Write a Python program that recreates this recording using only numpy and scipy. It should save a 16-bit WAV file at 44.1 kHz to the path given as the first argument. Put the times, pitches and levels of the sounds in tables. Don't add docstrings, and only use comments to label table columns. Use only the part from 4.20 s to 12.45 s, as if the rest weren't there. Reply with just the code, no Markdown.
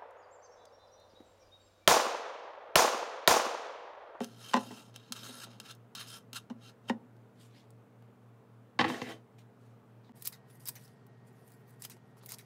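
import sys
import numpy as np
from scipy import signal
from scipy.io import wavfile
from scipy.ndimage import uniform_filter1d

SR = 44100
rng = np.random.default_rng(int(sys.argv[2]) if len(sys.argv) > 2 else 0)


def store_wav(level_fs):
    pcm = np.round(np.clip(np.atleast_2d(level_fs), -1, 1) * 32767)
    wavfile.write(sys.argv[1], SR, pcm.T.astype(np.int16))


N = 363825
EDIT_S = 5.921

# (frequency [Hz], density [dB per Hz], relative)
AIR_COLOURS = [(18, -90), (30, -66), (81, -43), (95, -8.5), (117, -7), (148, -25), (243, -15.5),
               (359, -21.5), (443, -19), (874, -25.5), (1260, -28.5), (2240, -38.5), (2990, -42),
               (4910, -50), (15500, -54.5)], [(18, -82), (30, -35.5), (85, -31), (100, -9.5), (123, -5),
               (148, -19.5), (249, -8), (292, -23.5), (399, -11.5), (532, -21), (673, -17), (1080, -24),
               (1870, -29), (2300, -34.5), (15500, -57.5)]
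AIR_LEVELS_DB = -63.5, -62.5
# (frequency [Hz], first part [dB rms], second part [dB rms], sign at the in-step moment [+1 or -1]),
# levels before the bass roll-off
MOTOR_TONES = [(118.94, -61, -61, 1), (115.36, -64, -120, -1), (135.5, -120, -66, -1),
               (120.8, -120, -72, 1)]
IN_STEP_S = 3.4, 6.47
# (frequency [Hz], first part [dB rms], second part [dB rms], rms wander [Hz]),
# levels before the bass roll-off
WHINES = [(169.7, -77, -72.5, 2.8), (198, -70.5, -70.5, 3.5), (239.6, -70, -72, 1.1),
          (405, -77, -81.5, 3.4), (450, -74, -74.5, 4.2), (1874, -120, -80, 2.7), (14326, -101, -120, 4)]

# (loudest at [s], rise [s], hold [s], fall [s], level [dB], brightness [dB])
RUSTLES = [(3.207, .08, 0.045, 0.098, -67, 4), (3.376, 0.14, 0, 0.14, -63.5, -4.5),
           (5.186, 0.01, 0.0032, 0.074, -63, 0), (5.41, .03, 0.085, .15, -82, 4.5),
           (5.846, 0.019, 0, .11, -68.5, -14), (8.015, .04, .02, .04, -70, -14)]
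# (frequency [Hz], density [dB per Hz], relative)
RUSTLE_COLOUR = [(590, -22), (1000, 1), (1370, -7), (1500, -9), (2040, -5), (3760, -7), (15000, -29)]
# (low edge [Hz], high edge [Hz], level [dB],
# share of pressure [0-1], share of brightness [0-1], share of weight [0-1])
RUSTLE_BANDS = [(1800, 6600, -1, 0.98, 0, 0), (7000, 16000, -7.5, .9, 1, 0)]

# (start [s], length [s], first pitch [Hz], last pitch [Hz], level [dB])
SQUEAKS = [(6.13, 0.024, 3900, 3700, -59.5), (6.132, .025, 2070, 1940, -63),
           (6.558, 0.024, 2930, 1510, -57), (7.707, .03, 3000, 1800, -66), (8.188, 0.034, 2980, 1780, -65)]
# (blades slide in [s], touch [s], bite [s], cut through [s], reopen [s],
# touch [dB], bite [dB], cut [dB], reopening [dB], brightness [dB])
SNIPS = [(5.959, 6.0227, 6.051, 6.074, 6.1235, -39, -53, -45, -58.5, 1),
         (6.4, 6.4557, 6.463, 6.492, 6.554, -44, -59, -45, -57, 4),
         (7.601, 7.6213, 7.638, 7.652, 7.6984, -39.5, -54, -46, -55, -4),
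         (8.031, 8.0606, 8.092, 8.143, 8.1848, -40, -55, -53, -57, -2)]
# (loudest at [s], rise [s], hold [s], fall [s], level [dB], brightness [dB])
CHIVES = [(6.306, 0.061, 0.011, 0.055, -75.5, 3.5), (6.356, 0.055, 0, 0.047, -73.5, 6),
          (6.611, .04, .045, .06, -67, -2), (6.679, 0.021, 0.0041, 0.22, -76, -7),
          (7.077, 0.028, 0.0098, .025, -75.5, 0.5), (7.197, .3, 0, .1, -84, 1),
          (7.289, 0.19, 0.05, 0.052, -77.5, 4), (7.4, .1, 0.0032, .1, -89, 6),
          (7.482, 0.048, .026, .15, -79, 1.5), (7.768, .02, 0, .06, -82, -5), (7.88, .2, 0, 0.23, -94, 5),
          (7.971, .005, 0.02, 0.027, -75.5, -1)]
# (time [s], loudest 4 ms [dB rms], treble tilt [dB per octave])
SNAPS = [(2.9667, -68, -10.5), (3.5049, -61, -6), (3.8237, -59, -12), (6.0514, -44, -3.5),
         (6.0559, -36.5, -4), (6.0704, -42.5, -5), (6.0736, -24, -1), (6.3001, -62, -9),
         (6.4742, -33.5, -2), (6.4854, -29.5, 1), (6.4906, -34.5, -4), (6.6782, -59, -5),
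         (6.8663, -61.5, -4), (7.2774, -57, 1.5), (7.3033, -63, -5), (7.3193, -58, -4), (7.4814, -67, 0.5),
         (7.4939, -62, -1), (7.5058, -60, -1), (7.65, -38.5, -5), (7.7677, -58.5, -11), (7.9703, -59, -12),
         (8.0341, -57, -12.5), (8.091, -41, -1), (8.1054, -46.5, -6), (8.1199, -36.5, -5.5),
         (8.1394, -46, -5)]
# (frequency [Hz], density [dB per Hz], relative)
CUT_COLOUR = [(290, -41), (500, -20.5), (935, -9.5), (1320, -11.5), (1830, -11.5), (1960, -10),
              (4600, -5.5), (7360, -2.5), (10500, 3.5), (12500, 5), (15500, 11.5)]
# (frequency [Hz], width [Hz], height [dB])
BLADE_RINGS = [(2130, 100, -25), (3890, 100, -7.5), (4900, 1060, -3), (8740, 4000, -0.5),
               (12300, 2900, -10.5)]
# (low edge [Hz], high edge [Hz], level [dB],
# share of pressure [0-1], share of brightness [0-1], share of weight [0-1])
CUT_BANDS = [(3300, 6650, 0.5, 1, 0.2, 0), (6840, 13500, 1.5, 0.87, 0.9, 0), (900, 2570, -6, 0.68, 0, 1)]
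TOUCH_SHAPE = 0.0017, 0.0011, 0.029
REOPENING_SHAPE = 0.0034, 0.0087, 0.054

# (time [s], loudest 4 ms [dB rms], treble tilt [dB per octave], time to die by 60 dB [s], thud [dB])
LANDINGS = [(4.5895, -25.5, 1.5, 0.053, -5.5), (4.5925, -22.5, 0, 0.042, -2.5),
            (4.602, -32, 3.5, 0.037, 3.5), (4.6085, -24.5, 1, 0.059, 0.5), (4.6125, -25, 2, 0.025, -1),
            (4.621, -33, -4, 0.014, 0), (4.632, -41, -3, 0.026, -2), (4.6415, -30, -0.5, 0.034, -9.5),
            (4.646, -27, -1, 0.038, -1), (4.659, -36.5, -9, 0.037, -7), (4.699, -32, -1.5, 0.039, 3),
            (4.711, -43, -5.5, 0.037, 4), (4.8165, -33, 1.5, .025, 15), (4.9, -51.5, -2, 0.044, 5)]
# (frequency [Hz], density [dB per Hz], relative)
LANDING_COLOUR = [(59, -40.5), (100, -6.5), (330, -1), (391, -14), (492, 0), (633, -14), (718, 1),
                  (1110, -3), (1370, -9.5), (1840, -6), (2370, -9.5), (3840, -13), (15000, -58.5)]
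# (frequency [Hz], width [Hz], height [dB])
LANDING_RINGS = [(136, 11.4, 9.5), (249, 21.6, 10.5), (328, 22, 9.5), (434, 16, 7), (497, 29, 7),
                 (820, 76, -1), (1096, 87, 5), (1760, 170, -0.5), (1993, 100, 3.5), (2730, 54, 0),
                 (3085, 33, 9.5), (3810, 113, 2.5), (4530, 140, -5), (5110, 120, -7.5), (6320, 90, -0.5)]
# (brightness [dB], weight [dB], pressure as a list of (time [s], level [dB]))
SLIDE = [ (-10, -10, [(4.62, -39), (4.662, -38), (4.68, -41)]), (2.5, 0, [(4.68, -44), (4.69, -40),
         (4.81, -52)]), (3.5, -1.5, [(4.815, -43), (4.839, -52), (4.877, -50.5), (4.913, -45.5),
         (5.009, -82)]), ]
# (frequency [Hz], density [dB per Hz], relative)
SLIDE_COLOUR = [(88, -30.5), (150, -5), (326, 1.5), (561, -6), (668, 2), (966, -16.5), (1110, -14.5),
                (1240, -14), (3280, -19.5), (15500, -42.5)]
# (low edge [Hz], high edge [Hz], level [dB],
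# share of pressure [0-1], share of brightness [0-1], share of weight [0-1])
SLIDE_BANDS = [(1082, 3960, 0.5, 0.97, 0, 0.037), (4570, 16000, -9.5, 0.91, 1, 0.012),
               (150, 990, 4.5, 0.74, 0, 0.99)]

# (time [s], loudest 4 ms [dB rms], treble tilt [dB per octave], time to die by 60 dB [s], thud [dB])
KNOCKS = [(.004, -31, 3, 0.03, 16), (.334, -28.5, 3.5, 0.11, -15), (.3395, -17.7, 2.5, .02, -4),
          (.349, -32, 1.5, .02, -4), (.356, -34, 2.5, 0.047, 2), (.364, -28, 4, 0.07, 2),
          (.369, -29, 2.5, 0.04, 8), (.39, -51, 5, 0.04, -9), (.505, -43.5, -3.5, 0.08, -7),
          (.899, -46.5, -6, 0.048, 4), (1.09, -48.5, -8, 0.027, 5), (1.269, -53, -3.5, 0.036, -4),
          (2.299, -36.5, 4, 0.071, 19.5), (2.696, -25.5, 1.8, 0.04, 0.7), (5.892, -51, -1, .02, 4)]
# (frequency [Hz], density [dB per Hz], relative)
KNOCK_COLOUR = [(71, -42.5), (120, -13.5), (220, 2.5), (292, -2.5), (387, -4.5), (981, -1.5), (1470, -13),
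                (1910, -17), (2250, -22), (2980, -17.5), (3800, -31.5), (5690, -27.5), (15000, -56)]
# (frequency [Hz], width [Hz], height [dB])
KNOCK_RINGS = [(244.2, 38, 16.5), (416.5, 30, 2.5), (535, 38, 6.5), (710, 50, 3), (896, 130, 4.5),
               (1017, 30, 5.5), (1100, 58, -7.5), (1584, 60, 1.5), (1900, 200, 9), (2684, 80, -0.5),
               (2930, 140, 3), (3700, 120, 13), (4090, 99, 12)]

# (brightness [dB], weight [dB], pressure as a list of (time [s], level [dB]))
STROKES = [ (-1.5, 22, [(0.012, -53), (0.022, -57), (0.037, -53)]), (0, -0.5, [(0.044, -60), (0.088, -67),
           (0.165, -67.5), (0.238, -56), (0.308, -55), (0.328, -56)]), (2, 6.5, [(0.39, -58), (0.442, -60),
           (0.47, -59), (0.496, -61.5), (0.61, -61), (0.69, -74.5), (0.715, -84)]),
           (-8, -10.5, [(0.72, -83), (0.762, -56), (0.786, -68), (0.846, -67), (0.914, -68.5)]),
           (-1, 0.5, [(0.923, -51), (0.943, -63), (0.965, -54), (1.035, -55)]), (4, 4, [(1.04, -54),
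           (1.111, -57), (1.207, -56), (1.243, -50.5), (1.257, -65)]), (-5.5, 7, [(1.26, -66), (1.294, -67),
           (1.312, -62), (1.39, -75.5)]), (-4, -9, [(1.4, -55), (1.426, -67), (1.46, -54), (1.476, -58.5),
           (1.51, -51.5), (1.6, -105)]), (-1.5, -6, [(1.751, -47.5), (1.771, -51.5), (1.805, -46),
           (1.841, -55), (1.865, -61)]), (4.5, -0.5, [(1.87, -57), (1.976, -55), (2.04, -99)]),
           (1.5, -12, [(2.13, -47), (2.14, -58), (2.165, -41.5), (2.177, -48.5), (2.213, -77),
           (2.27, -101)]), (-3.5, -6.5, [(2.38, -90), (2.43, -63), (2.496, -59), (2.56, -108)]),
           (-5, 8, [(2.63, -98), (2.646, -82), (2.674, -71), (2.69, -50)]), ]
# (frequency [Hz], density [dB per Hz], relative)
STROKE_COLOUR = [(120, -34.5), (200, -4), (248, -3.5), (363, -12.5), (443, -9), (1220, -9.5), (1330, -11),
                 (2060, -16.5), (3800, -8), (4390, -10), (15000, -19.5)]
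# (frequency [Hz], width [Hz], height [dB])
STROKE_RINGS = [(242, 20, 5.5), (1350, 75, 7.5), (1630, 130, 4.5), (2750, 150, 7.5), (3123, 110, 11),
                (3775, 88, 6), (4200, 320, -3.5), (5180, 250, 4.5), (6430, 300, 3), (8040, 300, -3.5),
                (9600, 370, -3)]
# (low edge [Hz], high edge [Hz], level [dB],
# share of pressure [0-1], share of brightness [0-1], share of weight [0-1])
STROKE_BANDS = [(2289, 4440, -1, 1, 0, 0.021), (4502, 7600, -3.5, 0.78, 0.68, 0.11),
                (7800, 14500, -5.5, 1, 1, 0.007), (1060, 2400, -2.5, 1, .2, 0.05),
                (150, 890, -4.5, .4, 0.034, 0.73)]
# (time [s], loudest 4 ms [dB rms], treble tilt [dB per octave], time to die by 60 dB [s])
TAPS = [(0.0438, -39.5, 1.5, 0.026), (0.2857, -52, 3, 0.077), (0.7416, -58, -2, 0.047),
        (0.7607, -41.5, 1, 0.018), (0.9221, -30.5, 2.5, 0.032), (0.9642, -46.5, 0.5, 0.087),
        (1.041, -50.5, 2, 0.19), (1.2383, -48, -2.5, 0.072), (1.4, -40.5, 0.5, 0.024),
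        (1.4633, -53, -2, 0.062), (1.512, -46, 3.5, 0.036), (1.5497, -59, 5, 0.032),
        (1.7507, -40.5, 1, 0.044), (2.1306, -41, 0, 0.041)]

USUAL_DB = -60
QUIET_DB = -30
SLIDE_IN_RISE_S, SLIDE_IN_DB, SLIDE_IN_BRIGHT_DB = 0.012, -73, 3.5
TOUCH_HISS_DB, TOUCH_BRIGHT_DB, TOUCH_TILT_DB = -20, 5.5, -1.5
BITE_RISE_S, BITE_RISE_DB = 0.0086, -14
CRUNCH_FALL_S, CRUNCH_WEIGHT_DB = 0.021, 3
SETTLING_DB = -77
JOINT_CLICK_DB, JOINT_TILT_DB = 9, -5.5
REOPENING_BRIGHT_DB, REOPENING_WEIGHT_DB = -4.5, 4
SNAP_T60_S = 0.029


def amp(db):
    return 10 ** (np.asarray(db) / 20)


def evened(x):
    return x / np.sqrt(np.mean(x ** 2) + 1e-20)


def smooth_noise(count, width):
    return evened(uniform_filter1d(rng.standard_normal(count), width))


def read(points, hz):
    f, value = np.transpose(points)
    return np.interp(np.log(hz + 1), np.log(f + 1), value)


def add(mix, s, sound):
    part = mix[round(s * SR):][:len(sound)]
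    part += sound[:len(part)]


def band(x, lo_hz, hi_hz):
    sos = signal.butter(2, [lo_hz, min(hi_hz, SR / 2.2)], "band", fs=SR, output="sos")
    return evened(signal.sosfilt(sos, x))


def drifting(x, drift_db):
    z = signal.stft(x, nperseg=256, noverlap=192)[2]
    patches = uniform_filter1d(rng.standard_normal(z.shape[::-1]).T, 5, 0)
    patches = evened(uniform_filter1d(patches, 25, 1))
    return signal.istft(z * amp(drift_db * patches), nperseg=256, noverlap=192)[1][:len(x)]


def body(colour, rings=(), tilt_db=0, thud_db=0, lag=0, size=8192):
    hz = np.fft.fftfreq(size, 1 / SR)
    f = np.abs(hz)
    tilt = tilt_db * np.log2(np.clip(f, 150, None) / 2000)
    thud = thud_db / (1 + (f / 500) ** 4)
    peaks = sum(amp(top_db) / (1 + (2 * (f - at) / width) ** 2) for at, width, top_db in rings)
    gain = amp(read(colour, f) + tilt + thud) * (1 + peaks)
    log_gain = np.log(np.maximum(gain, 1e-5 * gain.max()))
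    phase = signal.hilbert(log_gain).imag
    phase = phase + 2 * np.pi * lag * 400 * np.log(1 + f / 400) * np.sign(hz)
    response = np.fft.ifft(np.exp(log_gain - 1j * phase)).real[:size // 2]
    return response / np.linalg.norm(response)


def uneven_rings(rings, changes_db):
    return [(hz, width, db + more) for (hz, width, db), more in zip(rings, changes_db)]


def swell(s, rise, hold, fall, db, bright_db, weight_db=0):
    rise, hold, fall = np.maximum([rise, hold, fall], 0.001)
    end = s + hold + fall
    pressure = [(s - rise, db + QUIET_DB), (s, db), (s + hold, db), (end, db + QUIET_DB)]
    return bright_db, weight_db, pressure


def friction(moves, colour, rings, bands, grain_db, lump_db, drift_db):
    out = np.zeros(N)
    spots_db = drift_db * rng.standard_normal((len(moves), len(rings)))
    for (bright_db, weight_db, pressure), spot in zip(moves, spots_db):
        s, level_db = np.transpose(pressure)
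        t = np.arange(s[0], s[-1] + 0.005, 1 / SR)
        response = body(colour, uneven_rings(rings, spot))
        lumps = uniform_filter1d(rng.standard_normal(len(t)), 150)
        lumps = evened(uniform_filter1d(lumps, 150))
        edges = signal.windows.tukey(len(t), 0.002 * SR / len(t))
        press_db = np.interp(t, s, level_db) - USUAL_DB
        for lo_hz, hi_hz, db, pressed, bright, heavy in bands:
            grains = np.minimum(rng.exponential(1, len(t)), 5)
            slips = rng.standard_normal(len(t)) * amp(grain_db * grains + lump_db * lumps)
            rung = signal.oaconvolve(slips, response)[:len(t)]
            band_db = USUAL_DB + db + pressed * press_db + bright * bright_db + heavy * weight_db
            add(out, s[0], band(drifting(rung, drift_db), lo_hz, hi_hz) * amp(band_db) * edges)
    return out


def blows(events, colour, rings, tail_db, spot_db, lag=0):
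    out = np.zeros(N)
    t = np.arange(SR // 5) / SR
    showers = rng.standard_normal((len(events), len(t)))
    spots_db = spot_db * rng.standard_normal((len(events), len(rings)))
    for (s, peak_db, tilt_db, t60, *thud_db), shower, spot in zip(events, showers, spots_db):
        onset = np.minimum(t / 0.00028, 1)
        drive = amp(tail_db - 60 * t / max(t60, 0.004)) * shower * onset
        drive[SR // 1200] = 1
        response = body(colour, uneven_rings(rings, spot), tilt_db, *thud_db, lag=lag)
        sound = signal.fftconvolve(drive, response)
        loudest = np.sqrt(uniform_filter1d(sound ** 2, 180).max())
        add(out, s, amp(peak_db) * sound / loudest)
    return out


def air(colour, db):
    frames = N // 256 + 5
    hz = np.fft.rfftfreq(1024, 1 / SR)
    real, imaginary, patches = rng.standard_normal((frames, 513, 3)).T
    patches = uniform_filter1d(patches, 10, 0)
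    patches = evened(uniform_filter1d(patches, 12, 1))
    z = (real + 1j * imaginary) * amp(read(colour, hz)[:, None] + patches)
    noise = signal.istft(z, nperseg=1024, noverlap=768)[1][:N]
    return amp(db) * evened(noise)


def appliances(part):
    t = np.arange(N) / SR - IN_STEP_S[part]
    out = np.zeros(N)
    for hz, *db, sign in MOTOR_TONES:
        out += sign * amp(db[part]) * np.cos(2 * np.pi * hz * t)
    for hz, *db, width in WHINES:
        pitch = hz + width * smooth_noise(N, 4000)
        out += amp(db[part]) * np.cos(2 * np.pi * np.cumsum(pitch) / SR)
    return np.sqrt(2) * out


def background():
    first, second = (air(AIR_COLOURS[part], AIR_LEVELS_DB[part]) + appliances(part) for part in (0, 1))
    return np.where(np.arange(N) < EDIT_S * SR, first, second)


def kitchen(x):
    echoes = np.zeros(SR // 2)
    at = np.arange(200, len(echoes) - 20, 20)
    echoes[at + rng.integers(0, 20, len(at))] = rng.choice([-1., 1.], len(at))
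    hz, t, z = signal.stft(echoes, SR, nperseg=256)
    t60 = read([(200, 0.44), (2000, 0.13), (12000, 0.13)], hz)
    tail = signal.istft(z * amp(-60 * t / t60[:, None]), SR, nperseg=256)[1]
    return signal.oaconvolve(x, tail / np.linalg.norm(tail))[:N]


def rustles():
    moves = [swell(*row) for row in RUSTLES]
    return friction(moves, RUSTLE_COLOUR, [], RUSTLE_BANDS, grain_db=1.5, lump_db=2.0, drift_db=3.0)


def squeaks():
    out = np.zeros(N)
    for s, length, first_hz, last_hz, db in SQUEAKS:
        hz = np.geomspace(first_hz, last_hz, int(length * SR))
        rough = 1 + 0.35 * smooth_noise(4000, 120)[:len(hz)]
        whistle = np.sin(2 * np.pi * np.cumsum(hz) / SR)
        add(out, s, amp(db) * rough * np.hanning(len(hz)) * whistle)
    return out


def scissors():
    moves = [swell(*row) for row in CHIVES]
    clicks = list(SNAPS)
    for start, touch, bite, cut, reopen, touch_db, bite_db, cut_db, reopen_db, bright_db in SNIPS:
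        moves.append(swell(start, SLIDE_IN_RISE_S, touch - start, SLIDE_IN_RISE_S,
                           SLIDE_IN_DB, SLIDE_IN_BRIGHT_DB))
        crunch = [(bite - BITE_RISE_S, bite_db + BITE_RISE_DB), (bite, bite_db), (cut, cut_db),
                  (cut + CRUNCH_FALL_S, SETTLING_DB), (reopen, SETTLING_DB)]
        moves.append((bright_db, CRUNCH_WEIGHT_DB, crunch))
        moves.append(swell(touch, *TOUCH_SHAPE, touch_db + TOUCH_HISS_DB, TOUCH_BRIGHT_DB))
        moves.append(swell(reopen + REOPENING_SHAPE[0], *REOPENING_SHAPE, reopen_db,
                           REOPENING_BRIGHT_DB, REOPENING_WEIGHT_DB))
        clicks.append((touch, touch_db, TOUCH_TILT_DB))
        clicks.append((reopen, reopen_db + JOINT_CLICK_DB, JOINT_TILT_DB))
    cuts = friction(moves, CUT_COLOUR, BLADE_RINGS, CUT_BANDS, grain_db=3.0, lump_db=1.8, drift_db=4.5)
    clicks = [(*row, SNAP_T60_S) for row in clicks]
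    return cuts + blows(clicks, CUT_COLOUR, BLADE_RINGS, tail_db=-17.5, spot_db=9.0)


def putting_down():
    slide = friction(SLIDE, SLIDE_COLOUR, LANDING_RINGS, SLIDE_BANDS, grain_db=2.5, lump_db=0.6, drift_db=2.0)
    return slide + blows(LANDINGS, LANDING_COLOUR, LANDING_RINGS, tail_db=-16.5, spot_db=3.5, lag=0.00499)


def bowl_knocks():
    return blows(KNOCKS, KNOCK_COLOUR, KNOCK_RINGS, tail_db=-17.0, spot_db=3.0, lag=0.00692)


def scraping():
    rubs = friction(STROKES, STROKE_COLOUR, STROKE_RINGS, STROKE_BANDS, grain_db=1.0, lump_db=2.0, drift_db=2.5)
    return rubs + blows(TAPS, STROKE_COLOUR, STROKE_RINGS, tail_db=-16, spot_db=-1.0)


def scene():
    near = rustles() + squeaks() + scissors() + putting_down() + bowl_knocks() + scraping()
    return (background() + near + amp(-16) * kitchen(near))[None]


def record(dry):
    after = np.arange(N) / SR - EDIT_S
    fade = np.where(after < 0, 1, np.clip((after - 0.004) / 0.024, 0, 1))
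    thin = signal.sosfilt(signal.butter(3, 90, "high", fs=SR, output="sos"), dry)
    treble_cut = signal.firwin(511, 15750, window=("kaiser", 9), fs=SR)
    return signal.oaconvolve(thin * fade, treble_cut[None], "same")


dry = scene()
out = record(dry)
store_wav(out)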